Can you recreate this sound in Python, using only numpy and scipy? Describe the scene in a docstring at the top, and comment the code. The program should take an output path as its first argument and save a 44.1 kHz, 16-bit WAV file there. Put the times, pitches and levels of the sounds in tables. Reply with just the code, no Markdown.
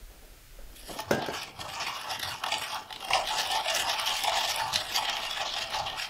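"""Over counter rumble, microphone handling and hiss, a steel jug first touches the counter faintly.
A spoon then starts stirring wet sugar and coffee granules round a plastic bowl: random grain contacts
and snapping crystals drive the bowl's resonances. Just after one second the jug is set down, its
touches ringing decaying modes. The stirring goes on to the end, harder in the second half, with raps
of the spoon's edge on the wall. Feedback delays give bowl and jug a kitchen around them."""
import sys
import numpy as np
from scipy import signal
from scipy.fft import rfft, irfft, next_fast_len
from scipy.io import wavfile
from scipy.ndimage import uniform_filter1d

SR = 44100
rng = np.random.default_rng(int(sys.argv[2]) if len(sys.argv) > 2 else 0)


def convert_level_to_amplitude(level_db):
    """Map a level in decibels to its linear amplitude factor."""
    exponent = np.asarray(level_db, float) / 20
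    return 10 ** exponent


def master(y):
    """Save y as 16-bit WAV."""
    cut = np.clip(np.atleast_2d(y).T, -1, 1)
    pcm = np.round(cut * 32767)  # scale
    wavfile.write(sys.argv[1], SR, pcm.astype(np.int16))


N = 268688

# grip on the microphone: (time [s], level [dB])
HANDLING_CURVE = [(0, -45.5), (.55, -50.5), (.68, -45), (1.0, -54), (1.2, -66), (2.6, -67), (3.09, -62),
                  (3.15, -54), (3.4, -57), (5.7, -57), (5.85, -52), (6.09, -58)]
# colour of the hiss: (frequency [Hz], relative density [dB])
HISS_COLOUR = [(180, -43), (300, -5), (385, -6.5), (654, -21.5), (1290, 2), (8410, -5.5), (15800, -5.5)]
HISS_DB = -56   # before the suppressor

# the jug slides and settles on the counter: (start [s], held [s], level [dB])
JUG_SLIDES = [(.9, 0.093, -41.5), (1.125, .12, -32.5), (1.286, .055, -37)]
SLIDE_RISE_DB_S, SLIDE_SAG_DB_S, SLIDE_FALL_DB_S = 1200, 53, 900
# the bowl is pushed down on the counter: (start [s], held [s], level [dB])
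BOWL_THUMPS = [(1.13, 0.089, -48), (1.6, 0.11, -53), (2.2, 0.077, -49), (2.52, 0.021, -58),
               (3.16, 0.025, -59), (4.72, 0.026, -49.5), (5.81, 0.039, -51)]
THUMP_RISE_DB_S, THUMP_SAG_DB_S, THUMP_FALL_DB_S = 170, 41, 153
# rumble under a drag of -33 dB, and its change in dB per dB of drag
COUNTER_DB, COUNTER_LOW_DB, COUNTER_FOLLOWS_DRAG = -52.5, -58.5, 0.21

KITCHEN_T60_S, KITCHEN_DB, WALL_CUT_HZ = 0.46, -19.5, 5300   # t60 of the lows

# jug base meets the counter: (time [s], level [dB], hardness [dB per octave], contact [s])
JUG_TOUCHES = [(0.588, -44.5, -1.5, 0.0016), (1.105, -50, 5, 0.0017), (1.1091, -13.5, 0.5, 0.0027),
               (1.135, -23, -1.5, 0.0022), (1.261, -39, 4, 0.0015), (1.285, -26, 0, 0.002),
               (1.316, -44, 4, 0.019)]
# jug and counter ring: (frequency [Hz], relative level [dB], t60 [s])
JUG_MODES = [(148, -12, 0.13), (218.5, -13, 0.16), (300, -20, 0.06), (378, -12, 0.051), (421, -7.5, 0.11),
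             (452, -14.5, 0.21), (483, -31, 0.092), (557, 3, 0.038), (610, -23, .12), (684, -13, 0.04),
             (700, -23, 0.089), (891, -17, 0.2), (1410, -6, 0.023), (1615, -19.5, 0.47), (1540, -17, 0.2),
             (2050, -15, 0.028), (2460, -35, 0.11), (3220, -31, 0.13), (5260, -28, 0.11), (5640, -25, 0.03),
             (6800, -44, 0.36), (6150, -29.5, 0.31), (6800, -29, 0.12), (7250, -41, 0.11), (8349, -41, .2),
             (8700, -34, 0.13), (9900, -33, 0.14), (12000, -24, 0.033)]

# bowl resonances in four registers: (frequency [Hz], width [Hz], relative level [dB])
BODY_MODES = [(616, 43, -2.5), (670, 28.5, 0), (772.5, 73, 2), (878, 17.2, -1), (946, 35, -4),
              (1142, 96, 3), (1234, 67, 2.5), (1297, 124, 6)]
WALL_MODES = [(1772, 173, 6.5), (1818, 82, 5), (1893, 95, 0), (2186, 257, 0.5), (2537, 290, -2),
              (2792, 70, -1.5), (2897, 270, -1), (3209, 120, -2.5), (3413, 214, -0.5), (3980, 490, 1.5)]
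UPPER_MODES = [(4470, 116, -1.5), (4690, 100, -4.5), (4940, 210, 1.5), (5440, 380, 2), (5520, 156, 2),
               (5603, 530, -0.5), (6790, 590, 0), (6785, 590, -5)]
GRIT_MODES = [(7640, 680, 3.5), (9000, 700, 2), (9740, 250, 0), (11020, 700, 5.5), (12640, 660, 2),
              (14200, 400, -4.5), (15300, 1100, -5)]

# drags over the bottom that shake the whole bowl:
# (full pressure from [s], held [s], level [dB], favoured body pitch [Hz])
DRAGS = [(0.939, 0.19, -49, 800), (1.117, 0.12, -36.5, 734), (1.3, 0.14, -38.5, 845),
         (1.618, 0.16, -39, 880), (1.772, 0.016, -31, 940), (1.873, 0.097, -36, 950),
         (2.066, 0.066, -37, 860), (2.267, 0.069, -35.5, 930), (2.455, 0.075, -36, 860),
         (2.535, 0.22, -38, 840), (2.749, 0.0058, -32.5, 935), (2.923, 0.008, -51.5, 900),
         (3.025, 0.012, -42.5, 840), (3.153, 0.042, -25, 766), (3.329, 0.096, -31, 804),
         (3.526, 0.024, -26.5, 814), (3.684, 0.074, -33, 685), (3.855, 0.068, -28, 860),
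         (4.013, 0.11, -32.5, 820), (4.261, 0.31, -27.5, 808), (4.607, 0.042, -28, 852),
         (4.724, 0.12, -37, 810), (4.987, 0.0041, -27.5, 853), (5.089, 0.218, -34.5, 830),
         (5.395, 0.098, -34, 818), (5.543, 0.117, -38, 830), (5.744, 0.15, -32.5, 826),
         (5.934, 0.17, -38, 860.0)]
DRAG_RISE_DB_S, DRAG_SAG_DB_S, DRAG_FALL_DB_S = 231, 34, 184
FOCUS_PER_DB = 1.26   # a harder drag gathers the body's sound round its favoured pitch
# strokes of the spoon along the wall:
# (full pressure from [s], held [s], level [dB], relative grit [dB], favoured wall pitch [Hz])
STROKES = [(0.764, 0.039, -51.5, -1.5, 3220.0), (0.879, 0.079, -46.5, -3, 3220),
           (0.988, 0.0056, -41.9, -14, 3150), (1.131, 0.013, -37.5, -16, 3070.0),
           (1.222, 0.0057, -35.5, -32, 3250), (1.33, 0.11, -38, -14.5, 2710),
           (1.606, 0.0024, -40.5, -11.3, 3050), (1.697, 0.025, -39.5, -11, 3030),
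           (1.764, 0.085, -35, -22, 2670), (1.87, 0.011, -32.5, -17.5, 2740),
           (1.951, 0.087, -41, -15, 2940), (2.113, 0.014, -33, -15.5, 3050),
           (2.233, 0.013, -34.5, -13.8, 3400), (2.292, 0.022, -36, -11, 2940),
           (2.453, 0.026, -40, -19, 3100), (2.525, 0.0058, -29, -16, 3000), (2.612, 0.031, -34, -11, 2640),
           (2.715, 0.038, -37, -14.5, 3270), (2.924, 0.025, -45.5, -18, 3170.0),
           (3.024, 0.04, -42.5, -12.3, 3100), (3.136, 0.005, -27.5, -15, 2700),
           (3.275, 0.0045, -27, -17, 3280), (3.384, 0.028, -27, -14, 2800),
           (3.512, 0.043, -28, -16.5, 3280), (3.673, 0.019, -27.5, -18.5, 3060),
           (3.762, 0.039, -27, -11, 2800), (3.895, 0.015, -27, -17, 2950), (3.988, 0.039, -33, -19, 2880),
           (4.07, 0.011, -26, -16.5, 3210.0), (4.168, 0.11, -31, -11.5, 2930),
           (4.283, 0.056, -32.5, -26, 2960), (4.372, 0.066, -28, -16, 3270), (4.478, 0.015, -28, -11, 2970),
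           (4.555, 0.086, -34.5, -14.5, 2850), (4.748, 0.011, -27.5, -16.5, 3410),
           (4.804, 0.13, -38.5, -12, 3360), (4.947, 0.026, -27.5, -12.9, 3150),
           (5.07, 0.034, -28, -25.5, 3040), (5.157, 0.067, -36, -18.4, 3070.0),
           (5.243, 0.011, -31.5, -19, 2820), (5.315, 0.0044, -37, -15, 3150),
           (5.373, 0.034, -33, -28, 2950), (5.48, 0.036, -30, -29, 3440), (5.563, 0.062, -32.5, -21, 2930),
           (5.73, 0.028, -31.5, -21, 3130), (5.87, 0.033, -32.5, -25.5, 3190.0),
           (5.99, 0.041, -32, -17, 2850)]
STROKE_RISE_DB_S, STROKE_SAG_DB_S, STROKE_FALL_DB_S = 294, 0, 178
UPPER_DB, UPPER_FOLLOWS_GRIT = 0.5, 0.31   # a grittier stroke also reaches higher up the wall

# crystals cracking under the spoon: (time [s], level [dB], relative body [dB], relative grit [dB])
CRACKS = [(0.9884, -30, 12.5, -14), (1.0021, -27.5, -10, -6), (1.1109, -25.5, 9.5, -10),
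          (1.1323, -29, -11, -25), (1.2206, -25, 0, -21), (1.2414, -30.5, 4.5, -16),
          (1.4296, -26.5, -7, -8), (1.5888, -32, -1, -17), (1.6102, -23.5, -1, -15), (1.6877, -30, -1, -17),
          (1.8068, -34, -11, -29), (1.8716, -34, -16, -22), (2.0128, -29, -14, -8.5), (2.1156, -25, 5, -23),
          (2.1959, -22, -24, -11), (2.2179, -34.5, -8, -16), (2.2303, -17.5, -12, -13),
          (2.4364, -17, -1, -19), (2.4613, -21, -6, -17), (2.4838, -21.5, -12, -19),
          (2.5202, -20.5, 1, -21), (2.5834, -40, -16, -5), (2.614, -24, 0, -18), (2.9043, -29.5, 5, -17),
          (2.9272, -30, -16, -13), (2.9592, -26.5, -13, -16), (3.0041, -31, -5, -13), (3.0254, -37, 9, -19),
          (3.046, -28.5, -11, -19), (3.0839, -24.5, -12, -13), (3.1068, -20, 2.5, -15),
          (3.1318, -13.5, -4, -22), (3.253, -24, -9, -23), (3.272, -22, -17, -25), (3.3742, -28, -8, -17),
          (3.5094, -30, 0, -14), (3.5244, -27, 10.5, -20), (3.6571, -23, 5, -18), (3.696, -18, -2.5, -19),
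          (3.7604, -26.5, -8, -16), (3.8901, -34, 0, -19), (3.9943, -25, -10, -13), (4.0592, -25, -18, -17),
          (4.2467, -31, -5, -8), (4.2732, -32, -11, -20), (4.2946, -23, -11, -25), (4.4832, -25, -21, -19),
          (4.7288, -24, -3, -16), (4.7404, -23, -2, -6), (4.7581, -13, -22, -16), (4.8015, -32, -23, -27),
          (4.9062, -31, -16, -15), (4.9576, -25, -20, -20), (4.9757, -19, -5, -16), (5.0499, -24, -18, -20),
          (5.0964, -24, -9, -23), (5.1517, -25, -10, -24), (5.239, -23.5, -6, -33), (5.3098, -22, -12, -15),
          (5.3712, -25.5, 1.5, -21), (5.5628, -22, -6, -30), (5.7049, -29.5, -1, -11),
          (5.7219, -26.5, 2, -22), (5.8651, -23, -8, -29), (5.8975, -27, -17, -19), (5.9949, -20, -13, -22)]
CRUNCH_DB, CRUNCH_T60_S = -5.0, 0.025   # trim of every crack, and how fast it dies
# fine ticks of single crystals against the wall: (time [s], level [dB])
TICKS = [(0.9885, -35), (1.0031, -28), (1.0924, -42), (1.1113, -26), (1.263, -33), (1.3448, -47),
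         (2.0118, -33), (2.1945, -27), (2.2178, -38), (2.4393, -34), (2.5182, -30), (2.583, -25.5),
         (2.613, -33), (2.7451, -28.5), (2.927, -39), (3.049, -32), (3.1046, -26.5), (3.3448, -40),
         (3.375, -35), (3.474, -27), (3.5158, -22.5), (3.7015, -25), (3.7489, -21), (3.7848, -27),
         (3.998, -22.5), (4.0592, -26), (4.1968, -41), (4.237, -18), (4.3814, -33), (4.5611, -20),
         (4.7303, -37), (4.7406, -26), (4.9387, -33), (5.0973, -25.5), (5.162, -33), (5.3088, -33)]
TICK_UPPER_DB, TICK_SPREAD_DB = 1.5, 6   # trim and random spread (plus or minus) in the upper modes
# the spoon's edge raps the wall: (time [s], level [dB])
RAPS = [(1.7, -22), (2.228, -16.5), (2.5409, -10.5), (2.9263, -20), (3.1332, -8.5), (3.408, -16),
        (4.065, -16), (4.0754, -11.5), (4.6376, -31), (4.7502, -14), (4.7586, -6), (5.1674, -13.5)]


def rms_one(x):
    """Scale to rms 1."""
    return x / np.sqrt(np.mean(x ** 2) + 1e-20)


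def drift(rate_hz):
    """Slow smoothed chance of rms 1, computed at every 20th sample."""
    r = np.exp(-2 * np.pi * rate_hz * 20 / SR)
    noise = rng.standard_normal(N // 20 + 2002)
    slow = signal.lfilter([1], [1, -2 * r, r * r], noise)[2000:]   # skip the filter's start
    return np.interp(np.arange(N) / 20, np.arange(len(slow)), rms_one(slow))


def band(x, low_hz, high_hz):
    """Butterworth band-pass."""
    return signal.sosfilt(signal.butter(2, [low_hz, high_hz], "band", fs=SR, output="sos"), x)


def pushes(rows, rise_db_s, sag_db_s, fall_db_s):
    """Pushes swell, sag while held and die away; total dB, then further columns blended by power."""
    rows, t = np.array(rows), np.arange(0, N + 64, 64) / SR
    s, held, db = rows[:, :3].T[:, :, None]
    rise = rise_db_s * np.maximum(s - t, 0)
    sag = sag_db_s * np.clip(t - s, 0, held)
    fall = fall_db_s * np.maximum(t - s - held, 0)
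    power = convert_level_to_amplitude(db - rise - sag - fall) ** 2 + 1e-30
    total = power.sum(axis=0)
    blended = [10 * np.log10(total), *(rows[:, 3:].T @ power / total)]
    return [np.interp(np.arange(N) / SR, t, c) for c in blended]


def hiss(dry):
    """Coloured noise, turned down by a suppressor for a while after loud sound."""
    hz = np.maximum(np.arange(N // 2 + 1) * SR / N, 1)
    colour_hz, colour_db = np.transpose(HISS_COLOUR)
    colour = convert_level_to_amplitude(np.interp(np.log(hz), np.log(colour_hz), colour_db))
    noise = convert_level_to_amplitude(HISS_DB) * rms_one(irfft(rfft(rng.standard_normal(N)) * colour, N))
    level_db = 10 * np.log10(uniform_filter1d(dry[0] ** 2, size=882) + 1e-12)
    fall_db = 11.0 * np.arange(N) / SR   # release of 11 dB per second
    held_db = np.maximum.accumulate(level_db + fall_db) - fall_db
    return noise * convert_level_to_amplitude(-0.3 * np.clip(held_db + 46.5, 0, 25))


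def handling():
    """The grip on the microphone makes a slowly wavering noise at the very bottom."""
    s, db = np.transpose(HANDLING_CURVE)
    low = band(band(rng.standard_normal(N), 10, 45), 17, 54.0)
    return convert_level_to_amplitude(np.interp(np.arange(N) / SR, s, db)) * rms_one(low * convert_level_to_amplitude(1.8 * drift(1.8)))


def counter(body_db):
    """Dull lumpy noise: the worktop follows the drags, takes the sliding jug and the bowl's thumps."""
    stirred = convert_level_to_amplitude(COUNTER_FOLLOWS_DRAG * (np.maximum(body_db, -62.) + 33))
    slides_db, = pushes(JUG_SLIDES, SLIDE_RISE_DB_S, SLIDE_SAG_DB_S, SLIDE_FALL_DB_S)
    thumps_db, = pushes(BOWL_THUMPS, THUMP_RISE_DB_S, THUMP_SAG_DB_S, THUMP_FALL_DB_S)
    upper = band(band(rng.standard_normal(N), 150, 900), 150, 900)
    upper = rms_one(upper * convert_level_to_amplitude(1.54 * drift(41) + 2.7 * drift(6.4)))
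    lower = rms_one(band(rng.standard_normal(N), 67.6, 141) * convert_level_to_amplitude(3.0 * drift(21)))
    return (upper * (convert_level_to_amplitude(COUNTER_DB) * stirred + convert_level_to_amplitude(slides_db))
            + lower * (convert_level_to_amplitude(COUNTER_LOW_DB) * stirred + convert_level_to_amplitude(thumps_db)))


def kitchen(x):
    """Ten feedback delays, duller on every round, make the room's reverberation."""
    size = next_fast_len(N + SR)
    turn = np.exp(-2j * np.pi * np.arange(size // 2 + 1) / size)   # delay of one sample
    dull = np.exp(-2 * np.pi * WALL_CUT_HZ / SR)
    walls = 0
    for k, lag in enumerate((rng.uniform(0.0071, 0.035, 10) * SR).astype(int)):
        loss = convert_level_to_amplitude(-60 * lag / SR / KITCHEN_T60_S)
        back = loss * (1 - dull) / (1 - dull * turn) * turn ** lag
        walls = walls + (-1) ** k * back / (1 - back)
    return irfft(rfft(x, size) * walls, size)[:N]


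def jug():
    """Each touch drives all modes while contact lasts; a harder touch reaches the high ones more."""
    out, t = np.zeros(N), np.arange(5000) / SR
    for hz, db, t60 in JUG_MODES:
        force = np.zeros(N) + 1e-18
        for s, touch_db, hardness_db, contact_s in JUG_TOUCHES:
            rub = rng.standard_normal(len(t)) * np.exp(-t / max(contact_s, 0.0003))
            # the first strike sets the modes off at once, each in its own direction
            rub[0] = 3.3 * rng.choice([-1, 1])
            # what of the contact falls on this mode
            on_mode = abs(np.sum(rub * np.exp(2j * np.pi * hz * t))) ** 2
            rub = rub / np.sqrt(on_mode + np.sum(rub ** 2) / 10)
            i = round(s * SR)
            force[i:i + len(t)] += convert_level_to_amplitude(touch_db + db + hardness_db * np.log2(hz / 500)) * rub
        r, w = convert_level_to_amplitude(-60 / (t60 * SR)), 2 * np.pi * hz / SR
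        out += signal.lfilter([0, np.sin(w)], [1, -2 * r * np.cos(w), r * r], force)
    return out


def resonate(x, hz, width_hz):
    """Two-pole resonance that passes unit white noise at rms 1."""
    r = np.exp(-np.pi * width_hz / SR)
    feed = np.sqrt((1 - r * r) / 2) * np.array([1, 0, -1])
    return signal.lfilter(feed, [1, -2 * r * np.cos(2 * np.pi * hz / SR), r * r], x + 1e-18)


def ringing(modes, force, blows, favoured_hz=None, focus_db=0., wander_db=2.5):
    """The moving contact drives modes near its favoured pitch most, each with a wandering strength."""
    gains = []
    for hz, _, db in modes:
        octaves_off = 0 if favoured_hz is None else np.log2(hz / favoured_hz)
        focus = focus_db * np.minimum(np.abs(octaves_off), 0.6)
        gains.append(convert_level_to_amplitude(db - focus + wander_db * drift(8.1)))
    total = np.sqrt(sum(g ** 2 for g in gains))
    out = np.zeros(N)
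    for k, (gain, (hz, width_hz, _)) in enumerate(zip(gains, modes)):
        out += (-1) ** k * resonate((force + blows) * gain / total, hz, width_hz)
    return out


def grains(per_s, spread_db, clump_db):
    """Random contacts of unequal size that come in clumps, on a bed of wet friction; rms 1."""
    sizes = convert_level_to_amplitude(spread_db * np.minimum(rng.exponential(1, N), 4)) * rng.choice([-1, 1], N)
    clicks = rms_one(sizes * (rng.random(N) < per_s / SR))
    gritty = clicks + 0.6 * rng.standard_normal(N)
    clumps = np.clip(drift(40) + 0.4 * drift(100), -2.5, 1.5)
    return rms_one(gritty * convert_level_to_amplitude(clump_db * clumps))


def ticks(rel_db, t60):
    """A crystal's tick is a force pulse that rattles for a few milliseconds."""
    rows, out, k = np.array(TICKS), np.zeros(N + 300), np.arange(300)
    rattles = rng.choice([-1, 1], (len(rows), len(k))) * convert_level_to_amplitude(-60 * k / SR / t60)
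    for s, size, rattle in zip(rows[:, 0], convert_level_to_amplitude(rows[:, 1] + rel_db), rattles):
        out[round(s * SR) + k] += size * rattle
    return out[:N]


def cracks(rel_db):
    """A crack swells for a moment, snaps at its height, then dies as a short crunch."""
    out, t = np.zeros(N + 4000), np.arange(4000) / SR
    shape = (1 - np.exp(-t / 0.00047)) * convert_level_to_amplitude(-60 * t / CRUNCH_T60_S)
    noise = rng.standard_normal((len(CRACKS), len(t)))
    for (s, crack_db, *_), db, crunch in zip(CRACKS, rel_db, noise):
        force = crunch * shape / shape.max()
        force[shape.argmax()] = 3.0   # the snap
        i = round(s * SR)
        out[i:i + len(t)] += convert_level_to_amplitude(crack_db + db + CRUNCH_DB) * force
    return out[:N]


def bowl(body_db, body_hz):
    """One gritty force shakes body and wall; lone snapping crystals sharpen the treble."""
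    scrape_db, grit_db, wall_hz = pushes(STROKES, STROKE_RISE_DB_S, STROKE_SAG_DB_S, STROKE_FALL_DB_S)
    upper_db = UPPER_DB + UPPER_FOLLOWS_GRIT * grit_db + 2.37 * drift(14.2)
    pressed = convert_level_to_amplitude(scrape_db)
    force = grains(per_s=2500., spread_db=0.5, clump_db=2.5)
    snaps = grains(per_s=500., spread_db=4.5, clump_db=5.0)
    wall_force = pressed * rms_one(force + 0.27 * snaps)
    treble_force = pressed * rms_one(force + 0.54 * snaps)

    rows = np.array(CRACKS)
    hard_blows = cracks(np.zeros(len(rows)))
    for s, rap_db in RAPS:
        hard_blows[round(s * SR)] += 3.0 * convert_level_to_amplitude(rap_db)   # one clean force pulse
    tick_db = TICK_UPPER_DB + TICK_SPREAD_DB * rng.uniform(-1, 1, len(TICKS))
    upper_blows = hard_blows * convert_level_to_amplitude(-7.5) + ticks(tick_db, 0.0073)
    grit_blows = cracks(rows[:, 3]) + ticks(0, 0.0025)

    body_focus_db = np.maximum(19.0 + FOCUS_PER_DB * (body_db + 36), 8.)   # per octave
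    body = ringing(BODY_MODES, force * convert_level_to_amplitude(body_db), cracks(rows[:, 2]), body_hz, body_focus_db)
    wall = ringing(WALL_MODES, wall_force, hard_blows, wall_hz, focus_db=17.0)
    upper = ringing(UPPER_MODES, treble_force * convert_level_to_amplitude(upper_db), upper_blows)
    grit = ringing(GRIT_MODES, treble_force * convert_level_to_amplitude(grit_db), grit_blows, wander_db=4.5)
    return body + wall + upper + grit


def scene():
    """Bowl and jug with their room, over the counter."""
    body_db, body_hz = pushes(DRAGS, DRAG_RISE_DB_S, DRAG_SAG_DB_S, DRAG_FALL_DB_S)
    near = bowl(body_db, body_hz) + band(jug(), 114, 18000)
    return (near + convert_level_to_amplitude(KITCHEN_DB) * kitchen(near) + counter(body_db))[None]


def band_limit(x):
    """A steep low-pass at the top of the band."""
    return signal.sosfilt(signal.butter(12, 16410, fs=SR, output="sos"), x)


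def record(dry):
    """Handling rumble and hiss join the scene, and a steep low-pass cuts the top."""
    low_pass = signal.ellip(12, 0.5, 60, 15720, fs=SR, output="sos")   # cutoff in Hz
    mixed = signal.sosfilt(low_pass, dry + handling() + hiss(dry))
    return band_limit(mixed)


dry = scene()
out = record(dry)
master(out)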